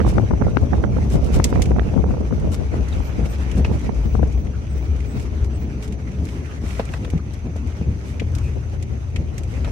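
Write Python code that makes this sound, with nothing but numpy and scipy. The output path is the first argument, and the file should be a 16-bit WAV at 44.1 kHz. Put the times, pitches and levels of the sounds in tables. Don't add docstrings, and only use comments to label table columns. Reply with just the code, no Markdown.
import sys
import numpy as np
from scipy import signal
from scipy.fft import rfft, irfft, next_fast_len
from scipy.io import wavfile
from scipy.ndimage import uniform_filter1d, map_coordinates

SR = 44100
rng = np.random.default_rng(int(sys.argv[2]) if len(sys.argv) > 2 else 0)


def put_to_file(sound):
    columns = np.atleast_2d(sound).T
    safe = np.clip(columns, -1, 1)
    whole_steps = np.round(safe * 32767)
    wavfile.write(sys.argv[1], SR, whole_steps.astype(np.int16))


N = 428211
LEFT, RIGHT = 0, 1

# at_s, left_db, right_db
WIND_LEVELS = [(0, -23.5, -20), (.8, -20, -22.5), (1.5, -23.5, -17), (2.4, -20.5, -24.5), (3, -26, -30.5),
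               (4.3, -26.5, -30.5), (5.8, -34, -38), (8.2, -32, -59), (9.71, -28, -50)]
# at_s, port, level_db, top_hz
STRONG_EDDIES = [(.004, RIGHT, -9.5, 1990), (.015, RIGHT, -10.5, 1500), (.05, RIGHT, -12.5, 1500),
                 (.066, RIGHT, -11.5, 1700), (0.078, RIGHT, -12.5, 1300), (0.129, RIGHT, -17.5, 900),
                 (.17, LEFT, -20, 900), (0.1835, LEFT, -6, 1800), (.198, LEFT, -11, 895),
                 (.31, LEFT, -11, 1300), (.314, LEFT, -13.5, 1500), (.337, LEFT, -13, 1200),
                 (.415, RIGHT, -14.5, 1680), (.422, RIGHT, -9, 1500), (.469, RIGHT, -10, 880),
                 (.484, LEFT, -17, 1300), (0.571, LEFT, -7, 2300), (0.7337, RIGHT, -8, 1590),
                 (0.7412, RIGHT, -13.5, 1390), (0.756, RIGHT, -18, 800), (.782, RIGHT, -18.5, 900),
                 (0.84, RIGHT, -12, 2150), (0.848, RIGHT, -11.5, 1200), (.969, RIGHT, -13, 1360),
                 (.987, RIGHT, -14.5, 1100), (1.142, RIGHT, -13, 775), (1.154, LEFT, -9, 440),
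                 (1.194, LEFT, -19.5, 1100), (1.291, RIGHT, -19, 1000), (1.306, RIGHT, -11, 510),
                 (1.368, LEFT, -14, 1000), (1.4004, LEFT, -8, 2020), (1.454, RIGHT, -14, 970),
                 (1.528, RIGHT, -10.5, 1440), (1.56, RIGHT, -13, 1757), (1.577, RIGHT, -16, 1000),
                 (1.597, RIGHT, -15, 1300), (1.676, RIGHT, -21, 795), (1.711, LEFT, -9, 701),
                 (1.717, RIGHT, -17.5, 1800), (1.787, RIGHT, -12.5, 1420), (1.796, RIGHT, -13, 2453),
                 (1.819, RIGHT, -19, 900), (1.94, LEFT, -14, 1001), (1.965, LEFT, -9, 520),
                 (1.978, LEFT, -16.5, 1600), (2.041, RIGHT, -12, 1210), (2.065, RIGHT, -17.5, 850),
                 (2.089, RIGHT, -18, 1000), (2.108, LEFT, -21, 1400), (2.14, RIGHT, -18.5, 1100),
                 (2.171, RIGHT, -19, 1000), (2.211, RIGHT, -14, 750), (2.311, RIGHT, -20, 1300),
                 (2.327, LEFT, -13.5, 1140), (2.381, RIGHT, -19, 796), (2.449, RIGHT, -15.5, 600),
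                 (2.475, LEFT, -14.5, 650), (2.742, LEFT, -14.5, 1370), (3.005, RIGHT, -19, 950),
                 (3.194, LEFT, -13.5, 564), (3.716, RIGHT, -12.5, 750), (3.894, RIGHT, -11.5, 1210),
                 (4.057, LEFT, -12, 230), (4.153, LEFT, -12, 1350), (4.195, LEFT, -10.5, 750),
                 (4.232, LEFT, -8, 1090), (8.219, LEFT, -18.5, 580)]
# freq_hz, relative_db (per Hz)
TURBULENCE_SPECTRUM = [(20, -27), (35, -12), (52, 8.5), (75, 0), (110, 0), (200, -8), (350, -14),
                       (600, -20), (1000, -34), (1500, -43), (2500, -97)]
# freq_hz, relative_db
EDDY_OCTAVES = [(150, 2), (300, -2), (600, -5.5), (1200, -8.5), (2400, -18), (4800, -18.5)]
# freq_hz, gain_db
PORT_RESPONSE = [(750, 0.5), (1000, -2.5), (1400, 1), (1750, -3), (2000, 0.5), (2400, 2), (3200, -1.5)]
GUST_DB, GUST_RISE_S, GUST_FALL_S, GUST_LIMIT_DB = -8.5, 0.03, 0.047, -10
EDDIES_PER_S, EDDY_OVER_WIND_DB, EDDY_TOP_HZ = 4, -0.5, 650
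WHIP_HZ, WHIP_DB = 1530, 3.5

# at_s, firing_hz, hum_db (reference for the orders)
ENGINE_CURVE = [(0, 104, -31.5), (3, 107, -50.5), (4.6, 117, -39.5), (6.3, 117, -44.5), (7.4, 108, -41.5),
                (8.1, 109, -39), (8.7, 111, -36.5), (9.3, 112, -40), (9.71, 113, -35)]
# multiple of the four-stroke cycle [-], relative_db
CYCLE_ORDERS = [(3, 2.5), (4, 4), (5, -3.5), (6, -22)]
# at_s, pitch_hz, level_db
GEAR_CURVE = [(0, 426.3, -48.5), (4.8, 421.2, -52.5), (5.15, 419, -46.5), (5.4, 411, -45.5),
              (5.65, 421, -45), (6.2, 427, -47), (6.6, 410, -49), (7.1, 399, -63), (7.8, 392, -50),
              (8.6, 386.5, -51), (9.71, 377, -55)]
# at_s, pitch_hz, level_db
TURBO_CURVE = [(0, 5880, -57), (2, 5990, -60), (4, 6030, -58.5), (5.2, 5930, -61.5), (6.3, 6060, -60.5),
               (7.3, 6080, -60.5), (8.8, 6088, -62.5), (9.71, 6100, -63)]
DRONE_AT_S, DRONE_HALF_S, DRONE_HZ = 8.4, 0.13, 42.7
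# multiple of DRONE_HZ [-], level_db
DRONE_PARTIALS = [(1, -31), (2, -25.5), (3, -28.5)]

# at_s, pitch_hz, level_db, half_s, pitch_scatter [share]
SQUEAK_EVENTS = [(0.482, 1400, -45.5, 0.015, 0.018), (2.929, 3720, -39.5, 0.0029, 0.044),
                 (3.056, 12700, -60, .02, .025), (3.07, 14300, -60, .02, .025),
                 (3.308, 8420, -53, 0.011, .008), (3.315, 12400, -58, .016, .025),
                 (3.315, 14450, -60, .02, .025), (4.1, 15700, -61, .04, .009),
                 (4.4, 15600, -63, .026, .009), (4.55, 1430, -48, 0.014, 0.15),
                 (4.718, 8090, -59, .018, .005), (4.78, 15810, -60, .05, .009),
                 (5.11, 8030, -58, 0.024, .005), (5.13, 15750, -59, .042, 0.0074),
                 (5.555, 8070, -55, .011, .005), (5.615, 15700, -57, .025, .009),
                 (6.854, 8466, -43, .0012, 0.033), (6.945, 1840, -37, 0.0018, .06),
                 (7.05, 3730, -42, 0.0025, 0.085), (7.196, 1290, -45, .006, 0.16),
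                 (8.466, 2580, -47, 0.025, 0.062)]
# at_s, level_db (reference for ring and crack), hardness_db_per_octave
JOLTS = [(3.647, -23, 7.5), (6.638, -19, -17), (6.7951, -12, -1), (6.937, -23, 7), (7.049, -28, 7),
         (7.077, -32.5, 0), (7.136, -12.5, -24), (7.152, -15.5, -22.5), (7.468, -22, -14), (7.559, -25, -6),
         (7.813, -16.5, -14.5), (8.219, -22.5, -7.5), (9.161, -36, 3), (9.646, -25.5, 7.5),
         (9.675, -27, -3)]
# freq_hz, relative_db, t60_s
BED_MODES = [(157, -10, 0.069), (208.2, -5, 0.075), (290, -11, 0.06), (446, -0.5, 0.07), (540, 2, 0.043),
             (660, 1.5, 0.042), (875, -10, 0.032), (967, -7, 0.03), (1278, -9, 0.039), (1576, -8, 0.019),
             (1910, -16, 0.027), (2585, -12, 0.025), (3880, -27, 0.017)]
# freq_hz, relative_db (per Hz)
CRACK_SPECTRUM = [(200, -12), (600, 2.5), (1500, -5), (2500, -9), (4500, -16.5), (7000, -29), (14000, -38)]

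# at_s, clack_db, tick_db (both before fixed offsets), left_minus_right_db (clack)
STONE_STRIKES = [(1.1, -44, -43, -6), (1.243, -46, -43, -8), (1.4415, -18.5, -18, -12),
                 (1.6195, -21, -26, -6), (1.656, -28, -41, -4), (2.885, -52, -44, -2),
                 (3.255, -30.5, -58, -8), (3.514, -29, -42.5, -4), (3.647, -18.5, -66, -1),
                 (3.659, -35, -66, -2), (3.7926, -46, -49, -1), (3.9458, -49, -52, -4),
                 (4.376, -38, -64, -5), (4.469, -36, -60, -4), (4.667, -37, -62, -2),
                 (4.962, -37.5, -52, -4), (5.003, -35.5, -52, -9), (5.1967, -32, -45, -8),
                 (5.444, -41, -46, -4), (5.8243, -34, -46, -6), (5.877, -38, -44.5, -9),
                 (5.9234, -36, -46, -8), (6.252, -41, -44, -2), (6.287, -32, -50, -6),
                 (6.561, -49, -55, -2), (6.662, -35, -54, -3), (6.706, -28.5, -56, -8),
                 (6.752, -34, -55, -3), (6.853, -39, -45, 0), (6.889, -31, -65, -1), (6.92, -46, -48, -3),
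                 (6.9364, -48, -44, -4), (7.047, -31, -49, 4), (7.101, -34, -42, -8),
                 (7.1765, -33, -54, -2), (7.5627, -52, -47, -3), (7.6715, -42, -49, 1),
                 (8.1974, -18.5, -44.5, 1), (8.35, -36.5, -37.5, 1), (8.3834, -34, -44, -1),
                 (8.825, -33.5, -41.5, -3), (9.1601, -19, -42, -2), (9.38, -30, -36.5, -6),
                 (9.434, -38, -46, -2), (9.6451, -28, -48, -3)]
# freq_hz, relative_db (per Hz)
CLACK_SPECTRUM = [(700, -19), (1400, -6), (2100, 9.5), (3100, 4.5), (4000, -5.5), (7000, -11.5),
                  (14000, -53)]
# freq_hz, relative_db (per Hz)
TICK_SPECTRUM = [(1800, -33), (3400, 5), (4800, 4), (6500, 8), (8500, 3), (10500, -2), (15500, -15)]
PEBBLES_PER_S, PEBBLE_CLACK_DB, PEBBLE_TICK_DB = 4, 1, -3.5

# at_s, dirt_db (reference for crunch, sand and pebbles)
DIRT_LEVEL = [(0.0, -46.5), (0.24, -50), (0.89, -51), (1.46, -46), (1.78, -51), (2.19, -52), (3.24, -47),
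              (3.65, -46.5), (4.49, -53.5), (5.32, -50.5), (5.81, -53), (6.65, -50.5), (6.84, -48),
              (7.25, -55), (7.41, -53.5), (8.33, -52), (9.19, -54.5), (9.71, -48.5)]
CRUNCH_DB, SAND_DB = 8, -9
# at_s, level_db, half_s
CLOD_SPRAYS = [(0.092, -37, 0.017), (1.137, -38.5, 0.021), (1.264, -44, 0.012), (1.351, -33.5, 0.015),
               (1.498, -43.5, .014), (2.539, -36.5, 0.015), (3.26, -44.5, 0.014), (3.582, -41.5, 0.012),
               (3.745, -48, 0.017), (5.217, -46.5, 0.02), (5.453, -54, 0.011), (5.84, -42.5, 0.016),
               (6.31, -49.5, 0.055), (6.714, -44, 0.059), (6.952, -54, 0.064), (7.341, -44.5, 0.0059),
               (8.093, -47.5, 0.024), (8.46, -52, .04), (9.514, -51, 0.022)]
# freq_hz, relative_db (per Hz)
CRUNCH_SPECTRUM = [(400, 11.5), (1000, 5.5), (1350, 6), (1650, 3), (2400, 3.5), (3300, -4), (4500, -11),
                   (6500, -12.5), (9000, -55)]
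# freq_hz, relative_db (per Hz)
SAND_SPECTRUM = [(1500, -15), (4000, 2), (6500, 2.5), (8500, 0), (10700, -2.5), (11800, -16), (13000, -5.5),
                 (15500, -34)]
# freq_hz, relative_db (per Hz)
SPRAY_SPECTRUM = [(800, 10.5), (2200, 10), (4500, 9), (8000, 5), (11000, -0.5), (15500, -11)]
# freq_hz, left_minus_right_db
CRUNCH_BALANCE = [(700, -1.5), (1300, -0.5), (2300, -7.5), (3200, -3), (4400, 12.5), (8000, 16)]
# freq_hz, left_minus_right_db
SAND_BALANCE = [(4000, -6.5), (8000, -0.5), (11000, 0.5), (14000, -14)]

# at_s, boom_db, rumble_db
RIDE_LEVELS = [(0, -27, -29), (.6, -23, -30.5), (1.4, -22, -27), (2.1, -26, -31), (2.62, -25.5, -35),
               (3.1, -23.5, -35), (3.5, -23, -28.5), (4.1, -19.5, -33), (4.35, -27, -35),
               (4.7, -24.5, -34.5), (5.3, -26.5, -31), (5.55, -23, -28.5), (5.9, -30, -32.5),
               (7.1, -27.5, -34), (7.7, -28.5, -34.5), (8.4, -25, -33.5), (9, -28.5, -42.5),
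               (9.71, -24.5, -29)]
# at_s, boom_db, rumble_db
RUT_HITS = [(.06, -16, -30.5), (.345, -25, -32), (.68, -30, -43), (1.03, -19, -28), (1.36, -18, -27),
            (1.42, -18, -26), (1.53, -35, -19.5), (1.71, -14.5, -26), (1.8, -17, -37), (2.07, -20, -25.5),
            (2.23, -21, -26), (2.37, -26, -39), (2.51, -22, -24), (2.68, -24, -46), (2.79, -17, -25),
            (2.94, -20.5, -29), (3.23, -18.5, -26), (3.38, -26, -57), (3.59, -15, -20.5),
            (3.655, -17.5, -24.5), (3.7, -30, -24), (4.01, -17.5, -33), (4.16, -14.5, -30),
            (4.24, -14.5, -38), (4.37, -16, -33), (4.48, -21.5, -43), (4.57, -27, -47), (4.91, -17, -35),
            (4.99, -21.5, -47), (5.17, -34, -30.5), (5.34, -26, -37), (5.43, -16.5, -37), (5.68, -32, -48),
            (5.9, -27, -50), (6.21, -19.5, -31), (6.39, -35, -33), (6.65, -23, -33), (7.02, -42, -28.5),
            (7.16, -23, -38), (7.47, -40, -26.5), (7.67, -24, -50), (7.88, -18.5, -32), (8.22, -34, -37),
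            (8.95, -28, -37), (9.2, -22, -30.5), (9.64, -22, -35)]
RUT_RISE_S, RUT_FALL_S = 0.027, 0.035
# freq_hz, relative_db (per Hz), before the pitch shift
BOOM_SPECTRUM = [(20, -32), (32, -14.5), (42, -14), (52, -3), (67, 6.5), (82, -1.5), (100, -14.5),
                 (140, -28), (300, -91)]
# at_s, centre_hz
BOOM_CENTRE = [(0, 63), (.8, 66.93), (1.4, 64.12), (2.5, 68.1), (3.1, 63), (3.8, 67), (4.4, 63.06), (5, 68),
               (6.3, 67.16), (7.4, 68.9), (8.6, 71), (9.71, 66)]
BOOM_REST_HZ = 67.1
# freq_hz, relative_db (per Hz)
TYRE_SPECTRUM = [(40, -36), (90, 2), (140, 0.5), (200, -1.5), (300, -6.5), (430, -14), (600, -20),
                 (1000, -27), (1500, -53), (3000, -68)]
# freq_hz, coherence [-1..1]
PORT_COHERENCE = [(60, 0.4), (120, 0.99), (240, 0.95), (480, 0.82), (950, -0.16), (1890, -0.33),
                  (3770, 0.12), (7520, -0.44), (15000, 0.02)]

TOP_HZ = 15800


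def amp(db):
    return 10 ** (np.asarray(db) / 20)


def unit(x):
    return x / np.sqrt(np.mean(x ** 2) + 1e-20)


def along(points, hz):
    f, v = np.transpose(points)
    return np.interp(np.log(hz + 1), np.log(f + 1), v)


def curves(rows):
    s, *cols = np.transpose(rows)
    return [np.interp(np.arange(N) / SR, s, c) for c in cols]


def wobble(rate):
    knots = rng.standard_normal(int(N * rate / SR) + 4)
    return map_coordinates(knots, [np.arange(N) * rate / SR], mode="nearest")


def swell(s, rise_s, fall_s):
    t = np.arange(N) / SR - s
    near = np.abs(t) < 5 * max(rise_s, fall_s)
    hump = np.zeros(N)
    hump[near] = np.exp(-(t[near] / np.where(t[near] < 0, rise_s, fall_s)) ** 2 / 2)
    return hump


def filtered(x, response):
    n = x.shape[-1]
    m = next_fast_len(n + 4096)
    return irfft(rfft(x, m) * response(np.fft.rfftfreq(m, 1 / SR)), m)[..., :n]


def coloured(x, spectrum):
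    return unit(filtered(x, lambda hz: amp(along(spectrum, hz))))


def sides(lean_db):
    return amp(np.array([[1], [-1]]) * lean_db / 2)


def pair(alike):
    share = np.clip(alike, 0, 1)
    return np.sqrt(share) * rng.standard_normal(N) + np.sqrt(1 - share) * rng.standard_normal((2, N))


def at_ports(x):
    turn = lambda hz: np.arccos(np.clip(along(PORT_COHERENCE, hz), -1, 1)) / 2
    mid, side = filtered(x, lambda hz: np.array([np.cos(turn(hz)), np.sin(turn(hz))]))
    return np.array([mid + side, mid - side])


def add(track, s, sound):
    start = round(s * SR)
    part = sound[..., max(-start, 0):max(N - start, 0)]
    track[..., max(start, 0):max(start, 0) + part.shape[-1]] += part


def grains(rate, spread_db):
    hit = rng.random(N) < rate / SR
    size = amp(spread_db * np.minimum(rng.exponential(size=N), 4))
    return unit(hit * size * rng.standard_normal((2, N)))


def tone(hz, drift, rate):
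    phase = 2 * np.pi * np.cumsum(hz * (1 + drift * wobble(rate))) / SR
    return np.sqrt(2) * np.sin(phase)


def patchy(x, depth_db, width_hz, length_s):
    z = signal.stft(x, nperseg=512)[2]
    band = np.arange(z.shape[1]) * SR / 512 / width_hz
    frame = np.arange(z.shape[2]) * 256 / SR / length_s
    grid = np.meshgrid(band, frame, indexing="ij")
    field = map_coordinates(rng.standard_normal((256, 1024)), grid, order=1, mode="wrap")
    return unit(signal.istft(z * amp(depth_db * unit(field)), nperseg=512)[1][:, :N])


def between_walls(x, echo_db=-4, t60_s=0.031):
    t = np.arange(SR // 30) / SR
    echo = rng.standard_normal((2, len(t))) * amp(-60 * t / t60_s)
    echo *= amp(echo_db) / np.linalg.norm(echo, axis=1, keepdims=True)
    return unit(x + signal.fftconvolve(x, echo, axes=1)[:, :N])


def wind(lumpy_db=5.0):
    power = amp(curves(WIND_LEVELS)) ** 2
    for s, port, db, top_hz in STRONG_EDDIES:
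        gust = amp(min(db, GUST_LIMIT_DB) + GUST_DB) * swell(s, GUST_RISE_S, GUST_FALL_S)
        power[port] += gust ** 2
    ports = []
    for port_power in power:
        noise = coloured(rng.standard_normal(N), TURBULENCE_SPECTRUM)
        ports.append(noise * np.sqrt(port_power) * unit(amp(lumpy_db * wobble(30))))
    return np.array(ports)


def weak_eddies(scatter_db=2, scatter_octaves=0.66):
    rows = []
    for port, wind_db in enumerate(curves(WIND_LEVELS)):
        at = np.flatnonzero(rng.random(N) < EDDIES_PER_S / SR)
        for i, (size, height) in zip(at, rng.standard_normal((len(at), 2))):
            level_db = wind_db[i] + EDDY_OVER_WIND_DB + scatter_db * size
            rows.append((i / SR, port, level_db, EDDY_TOP_HZ * 2 ** (scatter_octaves * height)))
    return rows


def buffets(life_s=0.0061, shrink=0.85, quicken=0.089):
    out, t = np.zeros((2, N)), np.arange(-2048, 2048) / SR
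    centres_hz = 150 * 2. ** np.arange(6)[:, None]
    octave = np.log2(centres_hz / centres_hz[0])
    split = lambda hz: np.cos(np.pi / 2 * np.clip(np.log2((hz + 1) / centres_hz), -1, 1))
    for s, port, db, top_hz in STRONG_EDDIES + weak_eddies():
        band_life_s = life_s * (EDDY_TOP_HZ / top_hz) ** quicken * 2 ** (-shrink * octave)
        bands = filtered(rng.standard_normal(len(t)), split)
        bands = bands / np.cosh(np.clip(t / band_life_s, -20, 20))
        bands = bands / np.linalg.norm(bands, axis=1, keepdims=True)
        tilt_db = WHIP_DB * max(np.log2(top_hz / WHIP_HZ), 0)
        flap = np.sum(bands * amp(along(EDDY_OCTAVES, centres_hz) + tilt_db * octave), axis=0)
        flap = filtered(flap, lambda hz: amp(along(PORT_RESPONSE, hz)) / np.sqrt(1 + (hz / top_hz) ** 6))
        add(out[port], s + t[0], amp(db) * np.sqrt(.006 * SR) * flap / np.linalg.norm(flap))
    return out


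def drive_line():
    firing_hz, hum_db = curves(ENGINE_CURVE)
    gear_hz, gear_db = curves(GEAR_CURVE)
    turbo_hz, turbo_db = curves(TURBO_CURVE)
    cycle_hz = firing_hz / 4
    hum = np.zeros(N)
    for order, db in CYCLE_ORDERS:
        partial = tone(round(order) * cycle_hz, drift=0.01973, rate=14)
        hum += partial * amp(hum_db + db + 0.86 * wobble(9.6))
    whine = tone(gear_hz, drift=0.003, rate=12) * amp(gear_db + 0.98 * wobble(6.6))
    whistle = np.array([tone(turbo_hz, drift=0.007, rate=280) * amp(turbo_db + 1.5 * wobble(45))
                        for port in range(2)])
    return hum + whine + whistle * sides(lean_db=1.1)


def drone(drift=0.011):
    hum = np.zeros(N)
    for order, db in DRONE_PARTIALS:
        hum += tone(np.full(N, round(order) * DRONE_HZ), drift, rate=7.9) * amp(db)
    return hum * swell(DRONE_AT_S, DRONE_HALF_S, DRONE_HALF_S) * sides(lean_db=4.0)


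def squeaks():
    out, t = np.zeros(N), np.arange(N) / SR
    slip = wobble(700)
    for s, hz, db, half_s, scatter in SQUEAK_EVENTS:
        near = np.abs(t - s) < 4 * half_s
        phase = 2 * np.pi * np.cumsum(hz * (1 + scatter * slip[near])) / SR
        hump = np.exp(-((t[near] - s) / half_s) ** 2 / 2)
        out[near] += np.sqrt(2) * amp(db) * hump * np.sin(phase)
    return out


def knocks(ring_db=4, crack_db=-10.0, crack_t60_s=0.07):
    out, t = np.zeros((2, N)), np.arange(SR // 5) / SR
    attack = 1 - np.exp(-t / .0005)
    for s, db, hardness in JOLTS:
        ring = np.zeros((2, len(t)))
        for hz, level_db, t60_s in BED_MODES:
            mode_db = level_db + hardness * np.log2(hz / 500) + rng.normal(0, 1.5)
            phase = 2 * np.pi * (hz * t + rng.random()) + rng.normal(0, .4, (2, 1))
            ring += amp(mode_db - 60 * t / t60_s) * np.sin(phase)
        colour = [(hz, level_db + max(hardness, 0) * np.log2(min(hz, 1500) / 500))
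                  for hz, level_db in CRACK_SPECTRUM]
        crack = coloured(rng.standard_normal((2, len(t))), colour)
        crack *= amp(crack_db + 1.2 * min(hardness, 0) - 60 * t / crack_t60_s)
        add(out, s, amp(db) * attack * (amp(ring_db) * ring / np.abs(ring).max() + crack))
    return out


def pebbles(scatter_db=3, crowding=1.5):
    dirt_db, = curves(DIRT_LEVEL)
    per_s = PEBBLES_PER_S * amp(crowding * (dirt_db - dirt_db.mean()))
    at = np.flatnonzero(rng.random(N) < per_s / SR)
    levels_db = dirt_db[at, None] + [PEBBLE_CLACK_DB, PEBBLE_TICK_DB]
    levels_db = levels_db + scatter_db * rng.standard_normal((len(at), 2))
    return [(i / SR, clack_db, tick_db, -3) for i, (clack_db, tick_db) in zip(at, levels_db)]


def stones(t60_s=0.032, tail_db=-20, tail_t60_s=0.11, rise_s=0.0015):
    out, t = np.zeros((2, N)), np.arange(SR // 6) / SR
    decay = amp(-60 * t / t60_s) + amp(tail_db - 60 * t / tail_t60_s)
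    envelope = (1 - np.exp(-t / rise_s)) * decay
    for s, clack_db, tick_db, lean_db in STONE_STRIKES + pebbles():
        clack = amp(clack_db - 3.5) * coloured(rng.standard_normal((2, len(t))), CLACK_SPECTRUM)
        tick = amp(tick_db + 6.5) * coloured(rng.standard_normal((2, len(t))), TICK_SPECTRUM)
        add(out, s - .0005, (clack * sides(lean_db) + tick) * envelope)
    return out


def grit():
    dirt_db, = curves(DIRT_LEVEL)
    clumps = wobble(35)
    crunch = at_ports(rng.standard_normal((2, N)) + 0.74 * grains(rate=1800, spread_db=3.0))
    crunch = coloured(patchy(crunch, depth_db=2.0, width_hz=331.5, length_s=0.03), CRUNCH_SPECTRUM)
    crunch = filtered(crunch, lambda hz: sides(along(CRUNCH_BALANCE, hz)))
    crunch = crunch * amp(dirt_db + CRUNCH_DB + 1.56 * clumps)
    sand = between_walls(pair(.03) + .6 * grains(rate=2500, spread_db=2.5))
    sand = filtered(coloured(sand, SAND_SPECTRUM), lambda hz: sides(along(SAND_BALANCE, hz)))
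    sand = sand * amp(dirt_db + SAND_DB + 2.0 * clumps)
    bursts = sum(amp(db) * swell(s, half_s, half_s) for s, db, half_s in CLOD_SPRAYS)
    spray = coloured(between_walls(pair(0.033) + grains(rate=3200, spread_db=4.5)), SPRAY_SPECTRUM)
    return crunch + sand + bursts * spray


def road(uneven_db=1.5):
    boom_db, tyre_db = curves(RIDE_LEVELS)
    boom_power = amp(boom_db + uneven_db * wobble(14)) ** 2
    tyre_power = amp(tyre_db) ** 2
    for s, rut_boom_db, rut_tyre_db in RUT_HITS:
        shake = swell(s, RUT_RISE_S, RUT_FALL_S)
        boom_power += (amp(rut_boom_db) * shake) ** 2
        tyre_power += (amp(rut_tyre_db) * shake) ** 2
    centre_hz, = curves(BOOM_CENTRE)
    shift = np.exp(2j * np.pi * np.cumsum(centre_hz - BOOM_REST_HZ) / SR)
    sway = signal.hilbert(coloured(rng.standard_normal(N), BOOM_SPECTRUM)) * shift
    sway_power = np.abs(uniform_filter1d(np.abs(sway) ** 2, size=2500))
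    boom = unit(sway.real / np.sqrt(sway_power + 0.11))
    tyres = patchy(at_ports(rng.standard_normal((2, N))), depth_db=2, width_hz=125.6, length_s=0.05)
    tyres = coloured(tyres, TYRE_SPECTRUM) * amp(1.26 * wobble(22))
    return boom * np.sqrt(boom_power) * sides(lean_db=4.0) + tyres * np.sqrt(tyre_power)


def scene():
    air = wind() + buffets()
    truck = drive_line() + drone() + squeaks() + knocks()
    return air + truck + stones() + grit() + road()


def record(dry):
    x = filtered(dry, lambda hz: 1 - 1 / (1 + (hz / 34.0) ** 5))
    x = x / (1 + np.abs(x / .88) ** 8) ** (1 / 8)
    return filtered(x, lambda hz: 1 / (1 + (hz / TOP_HZ) ** 400))


dry = scene()
out = record(dry)
put_to_file(out)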